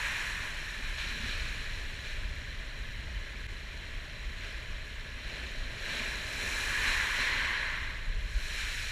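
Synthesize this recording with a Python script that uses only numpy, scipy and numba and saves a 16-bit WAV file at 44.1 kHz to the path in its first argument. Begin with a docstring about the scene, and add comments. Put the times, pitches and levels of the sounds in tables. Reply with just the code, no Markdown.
"""On a gravel beach, small waves wash up and drain back, heard at the water's edge through a plastic housing.
Each wave stirs up clouds of short ringing grains: trapped air, small bubbles, knocking stones and fizzing foam.
Bursts of big bubbles gulp, and breakers roar far out as slowly swelling coloured noise.
Wind is low noise with gusts and short thumps; a faint tick marks a brief dip in level; a faint hiss lies beneath.
The housing gives all but the thumps, tick and hiss a hollow, nearly mono colour."""
import sys
import numpy as np
from scipy import signal
from scipy.fft import rfft, irfft, next_fast_len
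from scipy.io import wavfile
from scipy.ndimage import uniform_filter1d
from numba import njit

SR = 44100
rng = np.random.default_rng(int(sys.argv[2]) if len(sys.argv) > 2 else 0)


def wav_record(signal):
    """Record a signal, one row per channel, as 16-bit PCM in the file named by sys.argv[1]."""
    frames = np.transpose(np.atleast_2d(signal))
    bounded = np.clip(frames, -1, 1)
    # unit amplitude maps onto the largest positive 16-bit level
    quanta = np.round(bounded * 32767).astype(np.int16)
    wavfile.write(sys.argv[1], SR, quanta)


N = 392931  # length [samples]
TIME = np.arange(N) / SR  # [s]


def undb(db):
    """Turn decibels into gain."""
    return 10 ** (np.asarray(db) / 20)


def together(gains):
    """Level [dB] of unrelated sounds heard at once: their powers add."""
    return 10 * np.log10(sum(g ** 2 for g in gains))


def swell(s, rise, fall):
    """A rounded hump of height 1 at time s."""
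    age = TIME - s
    width = np.where(age < 0, rise, fall)
    return np.exp(-(age / width) ** 2)


def surge(s, rise, fade):
    """Builds up to 1 at time s, then dies away."""
    age = TIME - s
    return np.exp(-np.where(age < 0, (age / rise) ** 2, age / fade))


def walk(rate):
    """A wandering level: random steps, each held 1 / rate seconds, smoothed twice; spread near 1."""
    hold = max(int(SR / rate), 2)
    steps = np.repeat(rng.standard_normal(N // hold + 1), hold)
    smooth = uniform_filter1d(uniform_filter1d(steps, hold), hold)
    return 1.3 * smooth[:N]


def noise(side_db):
    """Stereo noise, nearly the same left and right."""
    mid, side = rng.standard_normal((2, N))
    return mid + undb(side_db) * side * np.array([[1], [-1]])


# Resonances and hollows of the plastic housing: (pitch [Hz], width [Hz], level [dB])
HOUSING_RESONANCES = [(312, 81, -4), (493, 56, -3.5), (630, 200, 1.5), (745, 115, -5.5), (1050, 120, 1),
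                      (1288, 275, -4), (1696, 220, 3.5), (2385, 190, 3.5), (3075, 55, 3), (4013, 227, 5.5),
                      (4380, 140, -0.5), (4790, 470, -8), (5700, 190, 5.5), (6200, 290, 0),
                      (6800, 300, 7.5), (7200, 200, 1), (7730, 860, 3.5), (10680, 760, 4.5)]


def housed(x, colour, band, size=16384):
    """Filter x with its own colour and the ring of the housing; the left channel gets rms 1 within the band."""
    f = np.fft.rfftfreq(size, 1 / SR)
    points, levels = np.transpose(colour)
    db = np.interp(np.log(f + 1), np.log(points), levels)
    for hz, width, peak in HOUSING_RESONANCES:
        db = db + peak * .5 ** ((2 * (f - hz) / width) ** 2)
    # Folding the cepstrum forward makes a filter that rings only after the sound, never before it
    cepstrum = irfft(np.log(undb(db)))[:size // 2]
    cepstrum[1:] *= 2
    response = irfft(np.exp(rfft(cepstrum, size)))
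    y = signal.fftconvolve(x, response[None], axes=1)[:, :N]
    length = next_fast_len(N)
    low, high = (int(hz * length / SR) for hz in band)
    inside = rfft(y[0], length)[low:high]
    return y / np.sqrt(2 * np.sum(np.abs(inside) ** 2) / (length * N))


@njit
def ring(start, hz, cycles, size, pan, glide):
    """Each grain is a sine that dies by 50 dB over its cycles while its pitch glides up."""
    out = np.zeros((2, N))
    for k in range(len(start)):
        n = int(cycles[k] * SR / hz[k]) + 2
        turn = 2 * np.pi * hz[k] / SR
        z = size[k] + 0j
        p = np.exp(1j * turn - 5.76 / n)  # one sample's turn and decay
        bend = np.exp(1j * turn * glide / n)
        for i in range(start[k], min(start[k] + n, N)):
            z *= p
            p *= bend
            out[0, i] += z.imag * (1 + pan[k])
            out[1, i] += z.imag * (1 - pan[k])
    return out


def grains(level_db, band, cycles, scatter_db, glide, spread, count):
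    """A cloud of grains of uneven size, rms 1, that crowd together where the water is livelier."""
    when, pitch, length, strength, place = rng.random((count, 5)).T
    crowd = undb(level_db / 2)
    start = np.searchsorted(np.cumsum(crowd) / np.sum(crowd), when)
    hz = band[0] * (band[1] / band[0]) ** pitch
    rarity = -np.log(1 - .998 * strength)  # mostly small, now and then large
    size = undb(scatter_db * rarity) * hz  # short high grains need more height for the same weight
    pan = spread * (2 * place - 1)
    cloud = ring(start, hz, cycles * (.5 + length), size, pan, float(glide))
    cloud = cloud / np.sqrt(crowd)  # undo the loudness of crowding
    return cloud / np.std(cloud)


# A crest breaks at the water's edge:
# (time [s], rise [s], fade [s], froth level [dB], tumbling water level [dB])
BREAKING_CRESTS = [(0.99, .02, .32, -43.5, -58), (1.29, .07, .55, -45.5, -58), (2.08, .08, .16, -50, -65),
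                   (4.461, .09, .2, -51, -61), (5.37, .2, .8, -49.5, -56), (5.97, .17, .4, -43.5, -51),
                   (6.45, .15, .5, -49, -53.5), (6.9, .11, .15, -40.5, -55), (7.22, .08, .25, -39, -51.5)]
# A sheet of water runs over the gravel, up or back: (peak time [s], rise [s], fall [s],
# shingle level [dB], froth level [dB], fizz level [dB], share of coarse stones [0-1])
WATER_SHEETS = [(0.03, .3, .48, -43, -49, -54, .35), (0.8, .6, 1.25, -53, -53, -61, 0),
                (6.03, .24, .3, -49.5, -52, -58, 0.1), (6.57, .3, .35, -46, -49, -50.5, 0),
                (6.92, .28, .44, -40.5, -45, -51, 0.57), (7.42, .3, .46, -41, -46.5, -61.5, 0.76),
                (8.65, .28, .6, -54, -44, -53, 0)]
# Ripples that lap between the waves: levels [dB] and share of coarse stones [0-1]
LAP_FROTH_DB, LAP_TUMBLE_DB, LAP_SHINGLE_DB, LAP_FIZZ_DB, LAP_COARSE = -54, -60.5, -58, -68.5, 0.82
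SPRAY_DB, STIR_DB = -17, -13  # fizz and shingle that a break throws up, relative to its froth
CHURN_DB = -17  # tumbling water in a wash, relative to its shingle
TUMBLE_LINGER = 1.5  # the fade of trapped air is this many times longer than the froth's


def swash():
    """Over the lapping ripples, each break and each wash stirs up air pockets, bubbles, stones and foam."""
    air, bubbles = [undb(LAP_TUMBLE_DB)], [undb(LAP_FROTH_DB)]
    stones, foam = [undb(LAP_SHINGLE_DB)], [undb(LAP_FIZZ_DB)]
    coarse_power = LAP_COARSE * undb(LAP_SHINGLE_DB) ** 2
    for s, rise, fade, froth_db, tumble_db in BREAKING_CRESTS:
        crest = undb(froth_db) * surge(s, rise, fade)
        air.append(undb(tumble_db) * surge(s, rise, TUMBLE_LINGER * fade))
        bubbles.append(crest)
        stones.append(undb(STIR_DB) * crest)
        foam.append(undb(SPRAY_DB) * crest)
    for s, rise, fall, shingle_db, froth_db, fizz_db, coarse in WATER_SHEETS:
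        flow = swell(s, rise, fall)
        rolling = undb(shingle_db) * flow
        air.append(undb(CHURN_DB) * rolling)
        bubbles.append(undb(froth_db) * flow)
        stones.append(rolling)
        foam.append(undb(fizz_db) * flow)
        coarse_power = coarse_power + coarse * rolling ** 2
    stones_db = together(stones)
    coarse_share = coarse_power / undb(stones_db) ** 2
    water = tumble(together(air)) + froth(together(bubbles))
    return water + shingle(stones_db, coarse_share) + fizz(together(foam))


# Colour of the small bubbles: (pitch [Hz], relative level [dB])
FROTH_COLOUR = [(400, -33), (900, -26.5), (1300, -2.5), (1700, 1), (2400, 1), (3500, -3.5), (4200, -2.5),
                (5000, -9.5), (7000, -24.5), (10000, -42), (14000, -39)]


def froth(db):
    """Masses of small bubbles ring in the foaming front."""
    bubbles = grains(db, (900, 9000), cycles=20.5, scatter_db=2.0, glide=0.16, spread=0.071, count=110000)
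    return housed(bubbles, FROTH_COLOUR, band=(2800, 4600)) * undb(db)


# Colours of fine and of coarse stones knocking: (pitch [Hz], relative level [dB])
FINE_COLOUR = [(400, -29.5), (750, -9), (1000, -5.5), (1300, -2), (1700, 4), (2100, 1.5), (2500, 3.5),
               (3200, -7), (5000, -10), (10000, -50)]
COARSE_COLOUR = [(300, -34), (500, -4), (750, -14), (1000, 1), (1300, 1.5), (1700, 5.5), (2100, 10.5),
                 (2500, -5), (3200, -3.5), (10000, -56)]


def shingle(db, coarse_share):
    """Pebbles knock together as the water rolls them; the colour blends from fine to coarse stones."""
    knocks = grains(db, (600, 4500), cycles=10.5, scatter_db=1.5, glide=0, spread=.1, count=70000)
    fine = housed(knocks, FINE_COLOUR, band=(850, 1600))
    coarse = housed(knocks, COARSE_COLOUR, band=(850, 1600))
    return (fine + np.clip(coarse_share, 0, 1) * (coarse - fine)) * undb(db)


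# Colour of foam and spray: (pitch [Hz], relative level [dB])
FIZZ_COLOUR = [(2000, -15.5), (4000, 7.5), (5700, 6), (7500, 0.5), (9000, -1), (12000, -6.5), (14500, -9)]


def fizz(db):
    """Foam bursts and spray patters on the wet stones, in small flurries."""
    pops = grains(db, (3500, 15000), cycles=23, scatter_db=1.0, glide=0.066, spread=.24, count=120000)
    flurries_db = 0.33 * walk(23)
    return housed(pops, FIZZ_COLOUR, band=(7000, 14000)) * undb(db + flurries_db)


# Colour of gurgling air pockets: (pitch [Hz], relative level [dB])
TUMBLE_COLOUR = [(70, -16), (150, -8.5), (250, 0.5), (400, -1), (650, -1.5), (1000, -12), (2000, -20)]


def tumble(db):
    """The wave folds over and traps large pockets of air that gurgle."""
    pockets = grains(db, (110, 1200), cycles=9.6, scatter_db=2.0, glide=0.092, spread=0.061, count=14000)
    return housed(pockets, TUMBLE_COLOUR, band=(300, 700)) * undb(db)


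# A crest folds over with a hollow gulp: (time [s], level [dB], half length [s])
HOLLOW_GULPS = [(0.835, -57, 0.047), (1.174, -53.5, 0.076), (1.27, -49.5, 0.046), (6.0, -56, .04)]
# Colour of the big bubbles: (pitch [Hz], relative level [dB])
GULP_COLOUR = [(80, -25), (170, -6), (240, 7), (300, -4.5), (450, -9), (2000, -56)]


def gulps():
    """The air tube under a plunging crest breaks into a short burst of big bubbles."""
    bursts = sum(undb(db) * swell(s, length, length) for s, db, length in HOLLOW_GULPS)
    pockets = grains(np.zeros(N), (140, 400), cycles=20, scatter_db=1.5, glide=0.16, spread=0.06, count=2500)
    return housed(pockets, GULP_COLOUR, band=(140, 400)) * bursts


# Colour of the distant roar: (pitch [Hz], relative level [dB])
FAR_SURF_COLOUR = [(60, -10.5), (130, 4.5), (250, -1.5), (600, -5), (1200, -15), (3000, -0.5), (8000, -30)]
SEA_DB, SEA_SWELL_DB = -64, 2  # level of the roar and the spread of its slow rise and fall


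def far_surf():
    """Breakers on the outer bar merge into a slowly swelling roar."""
    roar = housed(noise(side_db=-24.5), FAR_SURF_COLOUR, band=(300, 700))
    return roar * undb(SEA_DB + SEA_SWELL_DB * walk(0.22))


# Gusts: (time [s], level over the breeze [dB], half length [s])
WIND_GUSTS = [(1.35, 3, 0.41), (2.3, 2.5, 0.27), (3.0, 4.5, 0.15), (6.885, 4.5, 0.062), (8.2, 2.5, 0.48)]
# Short low thumps of wind; the weak pulse at 3.465 s makes a faint tick where the level drops:
# (time [s], peak level [dB], pitch [Hz], half length [s])
LOW_PULSES = [(2.257, -31, 44.3, 0.026), (2.311, -28, 46.6, 0.01), (3.17, -29.5, 45, 0.023),
              (3.465, -36, 42.6, 0.0063), (4.272, -28, 40, 0.019), (8.092, -24, 27.8, 0.023),
              (8.161, -22.5, 32.6, 0.017), (8.248, -28, 32.5, 0.047), (8.367, -20.5, 42, 0.017)]
# Colour of the wind's rumble: (pitch [Hz], relative level [dB])
WIND_COLOUR = [(5, -20), (12, -20), (24, 2.5), (40, -4), (60, -5), (75, -11), (95, -12), (130, -19.5),
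               (200, -27.5), (400, -38), (1500, -83)]
BREEZE_DB = -44  # steady wind on the microphone


def wind_and_tick():
    """Turbulence rumbles on the housing and swells in gusts; short low pulses add wind thumps and one tick."""
    db = BREEZE_DB + sum(over_db * swell(s, length, length) for s, over_db, length in WIND_GUSTS)
    low_sound = housed(noise(side_db=-31), WIND_COLOUR, band=(35, 150)) * undb(db)
    for s, peak_db, hz, length in LOW_PULSES:
        envelope = undb(peak_db) * swell(s, length, length)
        low_sound = low_sound - envelope * np.cos(2 * np.pi * hz * (TIME - s))
    return low_sound


def microphone_hiss():
    """Faint, even hiss, unrelated in the two channels."""
    return undb(-81) * rng.standard_normal((2, N))


def scene():
    """The swash close by, the sea behind it, the wind with the tick, and the hiss."""
    return swash() + gulps() + far_surf() + wind_and_tick() + microphone_hiss()


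DIP_S, TOP_HZ = 3.468, 14500  # time of the brief dip in level [s]; upper limit of the sound [Hz]


def record(dry):
    """The level drops for an instant and comes back within 24 ms; the top is cut steeply."""
    age = TIME - DIP_S
    gain = np.where(age < 0, 1, np.clip(0.11 + age / 0.026, 0, 1))
    top_cut = signal.ellip(12, .1, 80, TOP_HZ, fs=SR, output="sos")
    return signal.sosfilt(top_cut, dry * gain)


dry = scene()
out = record(dry)
wav_record(out)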